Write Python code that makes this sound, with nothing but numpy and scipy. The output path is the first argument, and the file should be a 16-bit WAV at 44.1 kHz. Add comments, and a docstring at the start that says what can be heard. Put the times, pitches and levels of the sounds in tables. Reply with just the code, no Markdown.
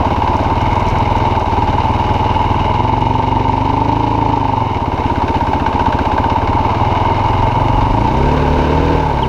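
"""Dirt bike in a clearing

A single-cylinder four-stroke potters about, heard from a microphone on the rider. In every cycle gas
pulses excite the exhaust pipe, impacts sound a hollow resonance near 900 Hz and the valve gear rattles.
Near the end the throttle opens and suction pulses make the intake bark. Turbulent air buffets the
microphone, and the tyres crackle over leaves and grit."""
import sys
import numpy as np
from scipy import signal
from scipy.fft import rfft, irfft
from scipy.io import wavfile
from scipy.ndimage import uniform_filter1d, minimum_filter1d

SR = 44100
rng = np.random.default_rng(int(sys.argv[2]) if len(sys.argv) > 2 else 0)


def to_wav(sig):
    """Store sig (one row per channel, or 1-D mono) as 16-bit WAV at the path in sys.argv[1].

    Samples outside -1..1 are clipped; the rate is SR.
    """
    pcm = np.clip(np.atleast_2d(sig), -1, 1) * 32767
    pcm = np.round(pcm).astype(np.int16)
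    wavfile.write(sys.argv[1], SR, pcm.T)  # frames by channels


N = 409248
TIME = np.arange(N) / SR

# Engine speed. Each row: time in seconds, firing rate in Hz.
FIRING_RATE = [(0.0, 17.36), (0.5, 17.87), (0.63, 20.17), (1.32, 20.2), (1.44, 18.15), (2.26, 20.09),
               (2.61, 19.74), (2.9, 22.95), (3.49, 23.6), (4.02, 27.44), (4.29, 27.07), (4.64, 22.57),
               (4.79, 17.28), (5.72, 15.11), (6.1, 15.78), (7.22, 21.45), (7.87, 24.27), (8.3, 36.87),
               (8.65, 36.37), (8.89, 41.32), (9.28, 32.27)]
# A long pull, a coast, a last burst. Each row: time in seconds, load 0-1, share of intake bark 0-1.
THROTTLE = [(0, .1, .18), (2.6, .28, 0.24), (2.9, .84, 0.17), (4.35, 0.89, 0.14), (4.85, .05, 0.07),
            (7.3, 0.09, 0.11), (7.85, 0.36, 0.2), (8.08, 0.63, 0.6), (8.3, 0.17, 0.97), (8.93, .1, 1),
            (9.05, 0.23, 0.63)]
# Exhaust pulses. Each row: place in cycles when coasting and under load, half-width in cycles,
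# level in dB when coasting and under load.
GAS_PULSES = [(0.634, .55, 0.014, -0.5, 5.5), (.81, .76, 0.0087, 4.5, 0.5), (1.021, 0.94, .011, -5.5, -3),
              (1.25, 1.21, 0.01, -20, -4.5)]
# Piston and valve blows. Each row: place and half-width in cycles, ring level in dB, rattle level in dB.
BLOWS = [(0.46, 0.1, -3.5, -2), (.66, 0.078, -1.5, -5.5), (.92, 0.087, -3, -4.5), (0.18, 0.068, 0, -14)]
# Resonances of the metal. Each row: frequency in Hz, bandwidth in Hz, relative level in dB.
SLAP_MODES = [(1556, 124, -0.5), (2840, 470, -8), (3640, 360, -11.5)]
VALVE_MODES = [(2168, 150, -8), (2888, 160, -8), (3825, 120, -18.5)]
# Engine harmonics. Each row: multiple of the firing rate, relative level in dB.
DRONE_HARMONICS = [(16, -7.5), (17, 1), (18, -7.5), (21, -5.5), (22, -4), (23, -6.5)]
INTAKE_HARMONICS = [(1, -14.5), (2, 2), (3, -10.5), (4, -0.5), (5, -25), (6, -8.5), (7, -1), (8, -11),
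                    (9, -12.5), (10, -11), (11, -13), (12, -4), (13, -22.5), (14, -9.5), (15, -32.5),
                    (16, -10)]
# Spectral envelopes of the sources. Each row: frequency in Hz, relative gain in dB.
EXHAUST_SPECTRUM = [(15, 4), (40, 3.5), (60, -2), (85, 0.5), (115, 4.5), (150, -4), (220, 1), (280, 4.5),
                    (380, 0.5), (500, -8), (700, 6), (1200, -23.5), (2500, -51.5)]
GAS_SPECTRUM = [(40, -10.5), (80, -16), (130, 4), (185, -5.5), (250, -12), (350, 1.5), (520, -6.5),
                (680, -12), (900, -12), (1400, -17.5), (3000, -54.5)]
RING_SPECTRUM = [(330, -44), (560, -15), (623, -8), (694, -11), (773, -9.5), (854, 0), (911, 2),
                 (965, -1.5), (1050, -9.5), (1220, -19), (1400, -29.5), (1820, -54.5), (3080, -120)]
RATTLE_SPECTRUM = [(1030, -24.5), (1750, -4.5), (1950, -4.5), (2170, 1.5), (2550, -2), (2870, -2),
                   (3010, -3), (3360, -13.5), (3700, -6.5), (3890, -9), (4780, -15.5), (5240, -16),
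                   (6250, -21.5), (7500, -33), (9750, -57), (16500, -120)]
WIND_SPECTRUM = [(8, -21), (20, -18), (35, 10.5), (55, 2), (100, -8.5), (300, -29.5), (1000, -74.5)]
GRIT_SPECTRUM = [(1500, -24.5), (3500, -3.5), (6000, 3.5), (8300, -8), (10300, -8), (12500, -12.5),
                 (15000, -25.5)]
TWIG_SPECTRUM = [(1500, -24), (3500, -3), (6000, 7), (8000, -4), (11000, -14), (15000, -20)]
# Air flowing past the microphone. Each row: time in seconds, level in dB between gusts.
WIND_LEVEL = [(0, -27), (1.1, -28), (2.2, -34), (3.7, -35), (5.3, -41), (6.9, -33), (7.4, -22.5),
              (8.8, -21), (9.28, -32)]
# Short gusts. Each row: centre in seconds, rise in dB.
GUSTS = [(6.5, 11), (7.42, 4), (7.63, 8.5), (7.87, 9)]
# Crackle under the tyres, quieter while the engine pulls hard. Each row: time in seconds, level in dB.
CRACKLE_LEVEL = [(0, -56), (1.1, -53), (2.55, -55), (2.85, -57), (4.7, -58), (5.2, -55), (6.6, -58),
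                 (8, -52), (9.28, -53)]
# Breaking twigs. Each row: start in seconds, peak level in dB.
TWIG_SNAPS = [(0.3656, -31), (0.4359, -34), (0.6144, -30), (0.7302, -31), (0.7544, -31), (0.7971, -30),
              (0.8664, -31), (0.8844, -27), (0.8994, -29), (0.9844, -30), (1.1817, -33), (1.3962, -30),
              (2.1375, -35)]

IDLE_HZ, CRUISE_HZ = 16.5, 17.3  # the engine idles below the first firing rate, cruises above the second
SHAKE_HZ, SHAKE_OCTAVES = 20.7, .17  # centre and half-width of the firing rates that shake the metal most


def undb(db):
    """Amplitude ratio of a level in decibels."""
    return 10 ** (np.asarray(db) / 20)


def curves(table):
    """Linear interpolation in time of each column after the first."""
    times, *columns = np.transpose(table)
    return [np.interp(TIME, times, column) for column in columns]


def noise():
    """Gaussian white noise."""
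    return rng.standard_normal(N)


def steady(x, size=11025):
    """Division by the running rms holds the level near 1 but keeps the throb of single cycles."""
    return x / np.sqrt(uniform_filter1d(uniform_filter1d(x ** 2, size), size) + 1e-18)


def minimum_phase(db):
    """Folding the cepstrum gives the response with these gains whose energy arrives earliest."""
    cepstrum = irfft(np.log(undb(db)))
    half = len(cepstrum) // 2
    cepstrum[1:half] *= 2
    cepstrum[half + 1:] = 0
    return np.exp(rfft(cepstrum))


def colour(x, spectrum, size=4096):
    """Convolution passes a sound through a body with the given (Hz, dB) response."""
    hz, db = np.transpose(spectrum)
    gains_db = np.interp(np.log(np.linspace(1, SR / 2, size + 1)), np.log(hz), db)
    return signal.fftconvolve(x, irfft(minimum_phase(gains_db)))[:N]


def resonate(x, hz, width_hz):
    """A damped resonator with unit gain at its centre."""
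    return signal.lfilter(*signal.iirpeak(hz, hz / width_hz, fs=SR), x)


def wander(hz):
    """Random values, drawn hz times a second and smoothed, fluctuate with a spread near 1."""
    hold = int(SR / hz)
    held = np.repeat(rng.standard_normal(N // hold + 1), hold)
    return np.sqrt(2) * uniform_filter1d(uniform_filter1d(held, hold), hold)[:N]


def clicks(times, sizes):
    """Impulses at the given times in seconds."""
    inside = (times >= 0) & (times < TIME[-1])
    return np.bincount((times[inside] * SR).astype(int), sizes[inside], N)


def passes(phase, place):
    """Inverting the phase gives the times at which the engine passes one place in its cycle."""
    return np.interp(np.arange(int(phase[-1]) + 1) + place, phase, TIME, left=-1, right=-1)


def swell(phase, place, half_width, scatter_db):
    """A Gaussian envelope once a cycle, each of random strength."""
    turn = phase - place + 3 / 2
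    sizes = undb(scatter_db * rng.standard_normal(N // 100))
    return sizes[turn.astype(int)] * np.exp(-.5 * ((turn % 1 - .5) / half_width) ** 2)


def strike(phase, place, decay_cycles, scatter_db, rise_samples=170):
    """The envelope of a damped impact once a cycle: quick rise, exponential decay."""
    turn = phase - place + 1
    sizes = undb(scatter_db * rng.standard_normal(N // 100))
    return uniform_filter1d(sizes[turn.astype(int)] * np.exp(-(turn % 1) / decay_cycles), rise_samples)


def exhaust(phase, rate, load, pipe_hz=90, reflection=0.58, second_reflection=0.091):
    """A quarter-wave pipe: gas pulses reflect from its open end inverted and duller."""
    turn = phase + 0.0022 * wander(30)
    blur = np.maximum(1 + 0.23 * (rate - 16) * (1 - load) ** 2, 1)  # fast coasting widens the pulses
    flow = 0
    for coast_place, load_place, half_width, coast_db, load_db in GAS_PULSES:
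        place = coast_place + load * (load_place - coast_place)
        pulse = swell(turn + 1, place, half_width * blur, scatter_db=1.3) / half_width
        flow += pulse * undb(coast_db + load * (load_db - coast_db))
    round_trip_s = .5 / (pipe_hz * (rate / 20) ** 0.17)  # hotter gas at speed carries sound faster
    echo = -reflection * np.interp(TIME - round_trip_s, TIME, uniform_filter1d(flow, 40))
    waves = flow + echo - second_reflection * np.interp(TIME - round_trip_s, TIME, echo)
    waves = signal.sosfilt(signal.butter(2, 12, "high", fs=SR, output="sos"), waves - waves.mean())
    return steady(colour(waves, EXHAUST_SPECTRUM))


def gas_rush(phase, load):
    """Turbulent noise swells with each blow-down; it weakens under load, as the burn grows more even."""
    turbulence = noise() * (2.7 + swell(phase, 0.84, 0.22, scatter_db=-3.0))
    return steady(colour(turbulence, GAS_SPECTRUM)) * undb(-7 - 6.2 * load)


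def clack(phase, rate):
    """Impact envelope of the piston rocking over once a cycle; it fades as the speed rises."""
    return strike(phase, .43, .08, scatter_db=1.2) * (16 / rate) ** 3.2


def hollow_knocks(phase, rate, load, jitter_s=.00008):
    """Impacts excite a hollow resonance: loose blows when coasting, a hard combustion knock under load."""
    swells = sum(swell(phase, place, width, scatter_db=1.5) * undb(db) for place, width, db, _ in BLOWS)
    loose = colour(noise() * (0.26 + swells + 1.8 * clack(phase, rate)), RING_SPECTRUM)
    combustion = (passes(phase + .1 * load, .87), 0)  # comes earlier as the load grows
    seatings = [(passes(phase, place), db - 10) for place, _, db, _ in BLOWS]
    hits = 0
    for times, db in [combustion] + seatings:
        jittered = times + jitter_s * rng.standard_normal(len(times))
        hits += clicks(jittered, undb(db + rng.standard_normal(len(times))))
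    hits = hits + 2 * resonate(hits, hz=901, width_hz=180)  # a firm blow goes mostly into the ring
    firm = colour(hits, RING_SPECTRUM)
    firm_share = .88 * load
    return np.sqrt(1 - firm_share) * steady(loose) - np.sqrt(firm_share) * steady(firm)


def piston_slap(phase, rate):
    """Piston impacts excite the modes of the hard parts: distinct at idle, a blur at speed."""
    force = noise() * (clack(phase - .02, rate) + 0.09 * undb(1.7 * wander(70)))
    ring = sum(undb(db) * resonate(force, hz, width) for hz, width, db in SLAP_MODES)
    return steady(colour(ring, [(600, -26.5), (1400, 4.5), (4000, -9.5), (8000, -19)]))


def octaves_off_shake(rate):
    """Detuning of the firing rate from the one that shakes the metal most."""
    return abs(np.log2(rate / SHAKE_HZ))


def valve_rattle(phase, rate, load):
    """Repeated impacts in the valve gear give broadband chatter and drive its narrow modes."""
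    force = 0.62 + sum(strike(phase, place - .04, 0.17, scatter_db=3.5) * undb(db)
                       for place, _, _, db in BLOWS)
    force = force + 0.92 * load * strike(phase, 0.59, 0.17, scatter_db=1.0) + 0.75 * clack(phase, rate)
    chatter = steady(colour(noise() * undb(1.1 * wander(700)) * force, RATTLE_SPECTRUM))
    ringing_db = 4.5 - 25.5 * octaves_off_shake(rate)
    rings = 0
    for hz, width, db in VALVE_MODES:
        gain = undb(db + ringing_db + 1.7 * wander(1.8))
        mode = resonate(noise() * force, hz, width)
        rings += gain * steady(resonate(mode, hz, 2 * width))
    return steady(chatter + rings)


def drone(phase, load, bark):
    """Nearly periodic firing under load yields clean harmonics, which fade as the intake barks."""
    tones = sum(undb(db + 1.5 * wander(6)) * np.cos(2 * np.pi * order * (phase - .66))
                for order, db in DRONE_HARMONICS)
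    return steady(tones) * np.sqrt(1 - bark) * undb(-29 - 8 * (1 - load))


def intake(phase, bark, muffle_db=14):
    """Periodic suction pulses form a harmonic series; closing the throttle damps its upper members."""
    orders, db = np.transpose(INTAKE_HARMONICS)
    response = minimum_phase(np.r_[db[0], db, db[-1]])[1:-1]
    turn = phase - .66 + .004 * wander(40)
    muffle = undb(-muffle_db * (1 - bark) / len(orders))
    gulps = -sum(muffle ** order * abs(gain) * np.cos(2 * np.pi * order * turn + np.angle(gain))
                 for order, gain in zip(orders, response))
    # air tears at the throttle slide with every gulp
    slide_spectrum = [(100, -20.0), (300, -2.5), (650, -1.5), (1200, -13.0), (3000, -49), (8000, -91.5)]
    tearing = steady(colour(noise() * swell(phase, 0.75, .14, scatter_db=2), slide_spectrum))
    return steady(steady(gulps * undb(0.45 * wander(35))) + tearing * undb(-13.0))


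def wind(gust_half_width_s=0.037):
    """Turbulent pressure on the microphone makes an uneven rumble with a few short gusts."""
    air_db, = curves(WIND_LEVEL)
    gust_db = sum(db * np.exp(-.5 * ((TIME - at) / gust_half_width_s) ** 2) for at, db in GUSTS)
    rumble = steady(colour(noise() * undb(2.5 * wander(12)), WIND_SPECTRUM))
    return rumble * undb(air_db + gust_db)


def tyres(snap_decay_s=0.006, grain_count=N // 12):
    """Random impulses from leaves and grit merge into a crackle; snapping twigs add damped bursts."""
    crackle_db, = curves(CRACKLE_LEVEL)
    snap_times, snap_db = np.transpose(TWIG_SNAPS)
    fracture = noise()[:SR // 20] * np.exp(-TIME[:SR // 20] / snap_decay_s)
    snap = colour(fracture, TWIG_SPECTRUM)[:len(fracture)]
    snaps = signal.fftconvolve(clicks(snap_times, undb(snap_db)), snap / abs(snap).max())[:N]
    grain_times = rng.uniform(0, TIME[-1], grain_count)
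    grain_sizes = undb(2.7 * rng.exponential(size=grain_count)) * rng.choice([-1, 1], grain_count)
    crackle = steady(colour(clicks(grain_times, grain_sizes), GRIT_SPECTRUM))
    return snaps + crackle * undb(crackle_db)


def squeak(at_s=9.236, half_width_s=0.006, from_hz=3350, to_hz=2650, db=-21):
    """A falling sine sweep under a Gaussian envelope is heard as one short squeak."""
    hz = np.interp(TIME, [at_s - 1.3 * half_width_s, at_s + 1.6 * half_width_s], [from_hz, to_hz])
    envelope = np.exp(-.5 * ((TIME - at_s) / half_width_s) ** 2)
    return undb(db) * envelope * np.sin(2 * np.pi * np.cumsum(hz) / SR)


def overrun(rate, lag_s, drop_octaves):
    """A first-order lag tells how far, from 0 to 1, the engine has sunk below its recent speed."""
    octaves = np.log2(rate / rate[0])
    memory = np.exp(-1 / (lag_s * SR))
    recent = signal.lfilter([1 - memory], [1, -memory], octaves)
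    return np.tanh(np.maximum(recent - octaves, 0) / drop_octaves) ** 2


def engine_levels(rate, load, bark):
    """Source strengths in dB follow speed and throttle; all sag as the engine slows."""
    falling = overrun(rate, lag_s=0.078, drop_octaves=0.053)
    slack = overrun(rate, lag_s=0.38, drop_octaves=0.28)
    idle = np.clip((CRUISE_HZ - rate) / (CRUISE_HZ - IDLE_HZ), 0, 1)
    shake = np.exp(-(octaves_off_shake(rate) / SHAKE_OCTAVES) ** 2)
    airflow_db = -15.5 + 1.06 * np.log2(rate / CRUISE_HZ) - 2.5 * falling
    ring_db = -15.6 - 3.5 * bark - 5 * slack
    slap_db = -36.5 + 6 * idle - 8 * load + 5.5 * bark - 12.5 * slack
    rattle_db = -33 + 2.5 * shake - 1.15 * load + 1.8 * bark - 2.5 * falling
    return airflow_db, ring_db, slap_db, rattle_db


def scene():
    """Superposition: the engine's sources share one phase; wind, tyres and squeak are independent."""
    rate, = curves(FIRING_RATE)
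    phase = .619 + np.cumsum(rate) / SR  # in firing cycles
    load, bark = np.clip(curves(THROTTLE), 0, 1)
    airflow_db, ring_db, slap_db, rattle_db = engine_levels(rate, load, bark)
    pulses = np.sqrt(1 - bark) * exhaust(phase, rate, load) * undb(-1.77)
    pulses += np.sqrt(bark) * intake(phase, bark) * undb(1.0)
    airflow = (pulses + gas_rush(phase, load)) * undb(airflow_db) + drone(phase, load, bark)
    metal = hollow_knocks(phase, rate, load) * undb(ring_db)
    metal += piston_slap(phase, rate) * undb(slap_db)
    metal += valve_rattle(phase, rate, load) * undb(rattle_db)
    return (airflow + metal + wind() + tyres() + squeak())[None]


def record(dry, ceiling=.9, ease_samples=176, cutoff_hz=15250):
    """A limiter eases the gain down round the loudest peaks; a low-pass filter cuts the top."""
    needed_gain = ceiling / np.maximum(abs(dry), ceiling)
    gain = uniform_filter1d(minimum_filter1d(needed_gain, 2 * ease_samples), ease_samples)
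    return signal.sosfilt(signal.ellip(12, .2, 80, cutoff_hz, fs=SR, output="sos"), dry * gain)


dry = scene()
out = record(dry)
to_wav(out)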